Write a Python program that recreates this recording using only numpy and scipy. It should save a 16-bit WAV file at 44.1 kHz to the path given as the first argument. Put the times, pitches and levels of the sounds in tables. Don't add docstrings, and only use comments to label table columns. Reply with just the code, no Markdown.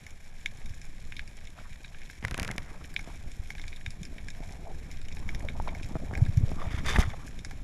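import sys
import numpy as np
from scipy import signal
from scipy.fft import rfft, irfft
from scipy.io import wavfile

SR = 44100
rng = np.random.default_rng(int(sys.argv[2]) if len(sys.argv) > 2 else 0)


def to_wav(sig):
    pcm = np.clip(np.atleast_2d(sig), -1, 1) * 32767
    pcm = np.round(pcm).astype(np.int16)
    wavfile.write(sys.argv[1], SR, pcm.T)


N = 336483


def from_db(db):
    return 10 ** (np.asarray(db) / 20)


def rms_one(x):
    return x / np.sqrt(np.mean(x ** 2) + 1e-20)


def peak_one(x):
    return x / (np.abs(x).max() + 1e-20)


def add(out, s, sound):
    start = max(round(s * SR), 0)
    out[start:start + len(sound)] += sound[:N - start]


def automation(points):
    return np.interp(np.arange(N) / SR, *np.transpose(points))


def band(x, hz, kind="band", order=2):
    return signal.sosfilt(signal.butter(order, np.minimum(hz, .45 * SR), kind, fs=SR, output="sos"), x)


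def colour(x, curve, size=8192):
    hz, db = np.transpose(curve)
    log_hz = np.log(np.maximum(np.arange(size // 2 + 1) * SR / size, 1))
    cepstrum = irfft(np.log(from_db(np.interp(log_hz, np.log(hz), db))))
    cepstrum[1:size // 2] *= 2
    cepstrum[size // 2 + 1:] = 0
    return signal.fftconvolve(x, irfft(np.exp(rfft(cepstrum))))[:len(x)]


def resonance(x, hz, width):
    r = np.exp(-np.pi * width / SR)
    poles = [1, -2 * r * np.cos(2 * np.pi * hz / SR), r * r]
    return signal.lfilter(np.array([1, 0, -1]) * (1 - r * r) / 2, poles, x)


def drift(hz):
    hop, settle = 40, 2000
    r = np.exp(-2 * np.pi * hz * hop / SR)
    noise = rng.standard_normal(N // hop + settle + 2)
    slow = signal.lfilter([1], [1, -2 * r, r * r], noise)[settle:]
    return np.interp(np.arange(N) / hop, np.arange(len(slow)), rms_one(slow))


def lumpy(x, depth_db, rate_hz):
    return rms_one(x * from_db(depth_db * np.clip(drift(rate_hz), -2, 2)))


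def grains(per_s, spread_db, largest):
    sizes = from_db(spread_db * np.minimum(rng.exponential(1, N), largest)) * rng.choice([-1, 1], N)
    return sizes * (rng.random(N) < per_s / SR)


def dying_noise(t60, size=6000):
    tail = rng.standard_normal(size) * from_db(-60 * np.arange(size) / SR / t60)
    return tail / np.linalg.norm(tail)


def click(scatter_db, t60):
    pulse = from_db(scatter_db) * dying_noise(t60)
    pulse[0] -= 1
    return pulse


def with_treble(x, treble_db, split_hz, order):
    body = peak_one(band(x, split_hz, "low", order))
    treble = peak_one(band(x, split_hz, "high", order))
    return peak_one(body + from_db(treble_db) * treble)


# t/s, level/dB
FLOW_RIDE = [(0.0, -56), (0.25, -58), (0.66, -50.5), (1.1, -53), (2.21, -55.5), (2.42, -49.5), (2.7, -49),
             (3.16, -50), (3.8, -51), (4.0, -49.5), (5.04, -47), (5.5, -37.5), (5.91, -42.5), (6.18, -35),
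             (6.61, -39), (6.89, -31.5), (7.25, -46), (7.63, -44.5)]
# f/Hz, level/dB
RUMBLE_EQ = [(14, -23.5), (24, -3), (43, -7.5), (70, -6.5), (107, -16), (140, -15), (170, -18),
             (240, -26.5), (370, -80.5)]
# f/Hz, level/dB
GURGLE_EQ = [(220, -40.5), (380, 6.5), (480, 5.5), (720, 7.5), (950, 0), (1250, -0.5), (1500, -1.5),
             (2000, -60.5)]
def water():
    surge_db = automation(FLOW_RIDE) + 50
    white = rng.standard_normal((3, N))
    sway = rms_one(band(white[0], [9, 17]))
    rumble = lumpy(colour(white[1], RUMBLE_EQ), depth_db=2.5, rate_hz=31)
    eddies = lumpy(band(white[2], [142, 310]), depth_db=7, rate_hz=74)
    pops = grains(per_s=4000, spread_db=3.5, largest=1.33)
    gurgle = lumpy(colour(pops, GURGLE_EQ), depth_db=2.5, rate_hz=37)
    return (from_db(-38.5 + .55 * surge_db) * sway
            + from_db(-45 + .79 * surge_db) * rumble
            + from_db(-59 + .9 * surge_db) * eddies
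            + from_db(-63 + .43 * surge_db) * gurgle)


# t/s, level/dB
SHRIMP_RIDE = [(0, 1), (1.9, 1), (3.0, 2.5), (3.7, 2), (4.5, 1.5), (5.2, 1.5), (6.4, 3.5), (7.63, 0)]
# f/Hz, level/dB
SHRIMP_EQ = [(590, -25.5), (1000, -8), (1380, -15.5), (1600, 0), (2000, -4), (2310, 2), (2740, -10.5),
             (3700, -7.5), (4790, -16.5), (5360, -7), (6130, -14), (7090, -9), (8380, -19), (10700, -14.5),
             (14500, -23.5)]
def shrimp_bed():
    far_snaps = rms_one(colour(grains(per_s=5000, spread_db=2.8, largest=3), SHRIMP_EQ))
    fizz = from_db(-60.5) * lumpy(far_snaps, depth_db=2, rate_hz=46)
    flurries = from_db(-63.5) * lumpy(crackle(SHRIMP_EQ), depth_db=3.5, rate_hz=5.6)
    return from_db(automation(SHRIMP_RIDE)) * band(fizz + flurries, 12100, "low", order=4)


def crackle(eq):
    ticks = [peak_one(band(colour(click(scatter_db=7, t60=.018), eq), [hz / 1.7, hz * 1.7]))
             for hz in np.geomspace(1800, 9000, num=40)]
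    out = np.zeros(N)
    for when, direction, faintness in rng.random((1100, 3)):
        db = 4.6 * min(-np.log(faintness), 2.6)
        add(out, when * (N - 1) / SR, from_db(db) * ticks[int(direction * len(ticks))])
    return rms_one(out)


# t/s, peak level/dB, treble re body/dB, ring tilt/(dB per octave)
SNAP_CUES = [(0.0656, -34.5, -2, -3), (0.106, -40.5, 5, 4), (0.4592, -16.5, -14, 1), (0.6587, -39.5, 3, 2),
             (0.694, -43.5, 7, 8), (0.7434, -43.5, 10, 11), (0.8153, -39, 4, 9), (0.844, -42.5, -4, -18),
             (1.122, -30, -14, -7), (1.166, -32, -7, 19), (1.193, -23.5, -19, -2), (1.276, -41, -1, 1),
             (1.4716, -38, -7, 11), (1.73, -39, -9, 6), (1.8455, -33.5, -17, 0), (1.9449, -40, -19, -10),
             (2.0168, -37.5, -11, -3), (2.0982, -35, -19, 2), (2.841, -38.5, -7, -1), (2.9405, -37, 1, -19),
             (2.963, -16, -24, 5.5), (2.9924, -30.5, -7.5, -23), (3.3164, -36, 1, 7),
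             (3.5039, -26, -11.5, -11.5), (3.551, -38.5, -5, -13), (3.5811, -36, -12, -1),
             (3.596, -33.5, -11, -9), (3.6152, -35, -5, 13), (3.6385, -35, -25, -20),
             (3.6797, -33.5, -4, 2), (3.7277, -34.5, -20, 1), (3.761, -39, -7, 24),
             (3.862, -24.5, -12, -4.5), (3.9055, -33, 9, 2), (4.0313, -33, 2.5, 2), (4.0518, -34, 3.5, 7),
             (4.182, -34, -22, -1), (4.2842, -31, -5, 2), (4.3025, -35, 3, -4), (4.914, -35, 2.5, 4),
             (5.0152, -38, -2.5, -6), (5.084, -37, -3, 5), (5.1243, -38.5, -4, 5), (5.1685, -35, -13.5, -6),
             (5.29, -25, -12.5, -3), (5.348, -28.5, -4, -2), (5.405, -37, -19, -7),
             (5.4858, -24.5, -31, -3), (5.679, -33.5, -10, 5), (5.689, -32, -19, -7),
             (5.7492, -33.5, -7, -16), (5.83, -32, -8.5, 3), (6.1365, -31, -16, -20),
             (6.1519, -27, -12.5, -11), (6.1752, -32, -7, -22), (6.2506, -40, -8, 10),
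             (6.2628, -36.5, -7, -18), (6.3717, -36, 5, 3), (7.1014, -35.5, -8, -10),
             (7.277, -38.5, -6, -9), (7.39, -35.5, -5, 7), (7.448, -28.5, 0, -11),
             (7.5106, -32.5, -6.5, -20)]
def near_snaps():
    out = np.zeros(N)
    nearest_db = max(row[1] for row in SNAP_CUES)
    for s, db, treble_db, tilt_db in SNAP_CUES:
        loss_db = nearest_db - db
        scatter_db = min(-13 + .6 * loss_db, -1)
        pulse = click(scatter_db, t60=.018) + from_db(scatter_db - 5) * dying_noise(t60=.14)
        glitter = band(dying_noise(t60=.054), 3800, "high", order=6)
        spread_db = min(1 + loss_db / 6, 4)
        ring = housing(pulse + from_db(-1.5) * glitter, spread_db, tilt_db)
        front_wall = from_db(-8 - loss_db / 2) * resonance(ring, hz=2290, width=280)
        add(out, s, from_db(db) * with_treble(ring + front_wall, treble_db, split_hz=4350, order=12))
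    return out


# f/Hz, bandwidth/Hz, level/dB
WALL_MODES = [(797, 75, -16), (1647, 170, -1), (2199, 174, 4.5), (2420, 164, 3), (2930, 1000, -9.5),
              (3705, 225, -4), (5360, 405, -11), (7090, 670, -14.5), (9930, 540, -21)]
def housing(x, spread_db, tilt_db):
    octaves = np.clip(np.log2(np.array(WALL_MODES)[:, 0] / 2300), -1, 2 / 3)
    trim_db = spread_db * rng.uniform(-1.4, 1, len(WALL_MODES)) + tilt_db * octaves
    return sum((-1) ** k * from_db(db + trim_db[k]) * resonance(x, hz, width)
               for k, (hz, width, db) in enumerate(WALL_MODES))


# t/s, peak level/dB, f/Hz
THUMP_CUES = [(0.711, -30, 80), (2.251, -26, 66), (2.271, -33, 109), (2.325, -27, 60), (2.423, -27, 75),
              (3.4, -25, 48.3), (3.879, -25.5, 69.5), (4.019, -32, 159), (4.41, -35, 143),
              (5.57, -31, 69.4), (5.964, -28.5, 86.4), (6.225, -9.5, 109.5), (6.293, -17, 102),
              (6.379, -10.5, 105), (6.438, -13, 98), (6.674, -21, 70), (6.746, -22.5, 69),
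              (6.9898, -21, 215), (6.993, -9.5, 61), (7.081, -21.5, 107)]
def thumps(length_s=.013):
    out, t = np.zeros(N), np.arange(-SR // 10, SR // 10) / SR
    swell = np.exp(-(2 * t / length_s) ** 2)
    for s, db, hz in THUMP_CUES:
        add(out, s + t[0], -from_db(db) * np.cos(2 * np.pi * hz * t) * swell)
    return out


def bubble(hz, cycles, size=2000):
    turns = hz * np.arange(size) / SR
    return np.sin(2 * np.pi * turns * (1 + .15 * turns / cycles)) * from_db(-60 * turns / cycles)


def bubbling(count, hz, octaves, spread_db, cycles, size):
    out = np.zeros(size)
    for when, pitch, faintness in rng.random((count, 3)):
        ring = from_db(-spread_db * faintness) * bubble(hz * 2 ** (octaves * (pitch - .5)), cycles)
        start = int(when * size)
        out[start:start + len(ring)] += ring[:size - start]
    return rms_one(band(out, [hz / 2, hz * 2]))


# t/s, rms level at the crest/dB, f/Hz, length/s, pitch spread/octaves
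SWIRL_CUES = [(1.594, -49.5, 1180, 0.035, 2.4), (1.661, -54, 1300, 0.026, 0.85),
              (2.741, -52, 740, 0.066, 1.8), (2.814, -47, 885, 0.01, 2), (3.095, -53, 1240, 0.062, 2.14),
              (4.091, -54, 268, 0.14, 0.64), (4.679, -55.5, 374, 0.25, 1.1),
              (4.415, -54.5, 714, 0.085, 0.39), (4.54, -55.5, 736, 0.092, 0.56),
              (4.683, -45, 700, 0.051, 0.38), (5.32, -55, 634, 0.27, 2.03),
              (5.452, -44.5, 604, 0.026, 0.85), (5.567, -45.5, 730, .02, 1),
              (5.727, -49.5, 750, 0.097, 0.8), (5.916, -53, 755, 0.056, 0.88),
              (6.031, -51, 614, 0.055, 0.65), (6.165, -49.5, 700, 0.14, 0.71),
              (6.487, -50.5, 543, .04, 0.89), (6.598, -49.5, 1150, 0.06, 0.18),
              (6.639, -46.5, 690, 0.06, 0.68), (6.996, -37, 685, 0.011, 0.19), (7.087, -53, 1060, 0.056, 1),
              (7.141, -42, 770, 0.0081, 0.89), (7.207, -55, 1130, 0.066, 0.95)]
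def swirls():
    out, t = np.zeros(N), np.arange(-SR // 5, SR // 5) / SR
    for s, db, hz, length, octaves in SWIRL_CUES:
        cluster = bubbling(count=200, hz=hz, octaves=octaves, spread_db=36, cycles=15.4, size=len(t))
        edges_hz = hz * 2 ** (octaves * np.array([-.5, .5]))
        churn = rms_one(band(rng.standard_normal(len(t)), edges_hz))
        swell = np.exp(-2 * (t / length) ** 2)
        add(out, s + t[0], from_db(db) * rms_one(cluster + from_db(-3.5) * churn) * swell)
    return out


# t/s, peak level/dB, treble re body/dB
TAP_CUES = [(2.2268, -34, -16), (2.2513, -23.5, 3), (2.2823, -26, -4), (2.311, -20.5, -3),
            (2.344, -18.5, -7), (2.3786, -22, -1), (2.398, -18, 5), (2.42, -29, -2), (2.4305, -18.5, 0.5),
            (2.4485, -22, -3), (2.478, -21, -3), (2.5135, -20.5, 2), (2.581, -17.5, -5), (6.8624, -26, 5),
            (6.959, -30, 9)]
# f/Hz, level/dB
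TAP_EQ = [(88, 0), (150, 10), (285, 0), (420, -3), (722, -2), (844, -14), (2180, 2), (7710, -29),
          (8490, -33.5), (9600, -27.5), (13000, -40), (15500, -61)]
def kelp_taps():
    out = np.zeros(N)
    for s, db, treble_db in TAP_CUES:
        pulse = click(scatter_db=-5, t60=.009)
        thud = band(dying_noise(t60=.035), [450, 1600])
        tap = colour(pulse + from_db(3) * thud, TAP_EQ)
        add(out, s, from_db(db) * with_treble(tap, treble_db, split_hz=6040, order=4))
    return out


# t/s, peak level/dB, hardness as low-pass f/Hz
KNOCK_CUES = [(2.228, -31, 700), (2.321, -33, 650), (2.3885, -26.5, 800), (2.4175, -29, 600),
              (2.502, -31, 800), (2.556, -32.5, 900), (3.075, -33.5, 900), (4.011, -39, 400),
              (4.128, -39, 348), (4.163, -39, 350), (4.405, -33.5, 500), (5.9548, -19.5, 1080),
              (5.961, -28, 800), (5.9672, -27, 1000), (6.1115, -27, 1000), (6.1315, -26, 1000),
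              (6.517, -24.5, 890), (6.9857, -12, 1300)]
# f/Hz, bandwidth/Hz, level/dB
MOUNT_MODES = [(184, 140, 6), (376, 38, -7), (630, 69, -0.5), (1170, 170, -13)]
def knocks():
    out = np.zeros(N)
    for s, db, hardness_hz in KNOCK_CUES:
        push = -band(click(scatter_db=-10.5, t60=.013), hardness_hz, "low")
        ring = sum(from_db(mode_db + rng.normal(0, .96)) * resonance(push, hz, width)
                   for hz, width, mode_db in MOUNT_MODES)
        add(out, s, from_db(db) * peak_one(ring))
    return out


def pressing(cues, attack_s=.06, release_s=.042, sag_db_per_s=14):
    t, out = np.arange(N) / SR, np.zeros(N)
    for s, length, db in cues:
        away = np.maximum((s - t) / attack_s, (t - s - length) / release_s)
        sag_db = sag_db_per_s * np.clip(t - s, 0, length)
        out = np.maximum(out, from_db(db - sag_db - 60 * np.clip(away, 0, 2)))
    return out


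def stick_slip():
    out = np.zeros(N)
    for hz in 250 * 2 ** np.arange(6):
        per_s = 400 + hz / 2
        slips = band(grains(per_s, spread_db=4.6, largest=2.4), [hz, 2 * hz]) / np.sqrt(per_s)
        out += slips * from_db(3 * np.clip(drift(hz=130), -2, 1.5))
    return out


# t/s, length/s, fader level/dB
BRUSH_CUES = [(2.238, 0.0094, -33.5), (2.268, 0.019, -43), (2.304, 0.037, -43), (2.378, 0.026, -33.5),
              (2.41, 0.064, -38), (2.486, 0.041, -35.5), (2.53, 0.03, -43), (2.58, 0.13, -43.5)]
# t/s, length/s, fader level/dB
SCRAPE_CUES = [(6.6, 0.12, -49.5), (6.71, 0.053, -43), (6.783, 0.014, -42), (6.848, .008, -43.5),
               (6.861, 0.013, -33.5), (6.884, 0.043, -34), (6.935, 0.011, -36), (6.949, .004, -36),
               (6.959, 0.0094, -33.5), (6.992, 0.024, -32), (7.024, .004, -40), (7.033, 0.0075, -40),
               (7.052, 0.016, -46), (7.1, 0.036, -49)]
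# f/Hz, level/dB
RUB_EQ = [(200, -18), (400, -8.5), (1200, -12), (2100, -1), (2750, -15), (3250, -8.5), (3550, -4),
          (4050, -26), (4800, -16), (6000, -18), (8400, -25), (10500, -24.5), (13000, -37), (15500, -51)]
# f/Hz, bandwidth/Hz, level/dB
SINGING_MODES = [(1210, 110, -11), (2160, 86, -22), (3516, 98, -7.5), (5900, 230, -22),
                 (10050, 1100, -27.5)]
def kelp_rubbing():
    froth = bubbling(count=2600, hz=1430, octaves=2.28, spread_db=17, cycles=14, size=N)
    grit = stick_slip()
    slips = lumpy(colour(grit, RUB_EQ), depth_db=2.2, rate_hz=110)
    glug = lumpy(band(rng.standard_normal(N), [50, 150]), depth_db=6, rate_hz=37)
    swish = from_db(-13) * band(slips, 2950, "low", order=3) + from_db(-17) * slips
    frond = swish + from_db(-16.5) * froth + from_db(-5.5) * glug
    scrape = pressing(SCRAPE_CUES)
    pressure = scrape / scrape.max()
    dull = band(slips, 4400, "low", order=1)
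    rasp = dull + from_db(1) * np.sqrt(pressure) * (slips - dull)
    singing = sum(from_db(db) * rms_one(resonance(grit, hz, width)) for hz, width, db in SINGING_MODES)
    blade = from_db(-.5) * rasp + pressure * singing + from_db(-5) * froth
    return pressing(BRUSH_CUES) * frond + scrape * blade


# t/s, level/dB, f/Hz, ring/cycles
BUBBLE_CUES = [(2.2498, -14.5, 1880, 18), (2.377, -31.5, 10200, 45), (2.389, -26, 1570, 19),
               (2.4905, -23, 1560, 15), (2.5063, -31, 2050, 55), (5.6, -21, 830, 11.6),
               (5.675, -25, 960, 20), (5.6787, -31, 1280, 12), (5.683, -28, 660, 12),
               (6.617, -28.5, 1110, 36), (6.961, -14.5, 1870, 26), (6.9905, -28, 10000, 45),
               (7.026, -24, 1900, 21), (7.035, -26, 1380, 24)]
def loose_bubbles(tap_hz=1610, spread_octaves=.77, max_delay_s=.0054):
    out = np.zeros(N)
    for s, db, hz, cycles in BUBBLE_CUES:
        add(out, s, from_db(db) * bubble(hz, cycles))
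    for s, tap_db, _ in TAP_CUES:
        late, pitch = rng.random(2)
        hz = tap_hz * 2 ** (spread_octaves * (pitch - .5))
        add(out, s + max_delay_s * late, from_db(tap_db - 5.5) * bubble(hz, cycles=6))
    return out


def scene():
    sea = water() + swirls() + shrimp_bed() + near_snaps()
    contact = kelp_taps() + kelp_rubbing() + loose_bubbles() + thumps() + knocks()
    return (sea + contact)[None]


def record(dry):
    return signal.sosfilt(signal.ellip(10, .1, 80, 15300, fs=SR, output="sos"), dry)


dry = scene()
out = record(dry)
to_wav(out)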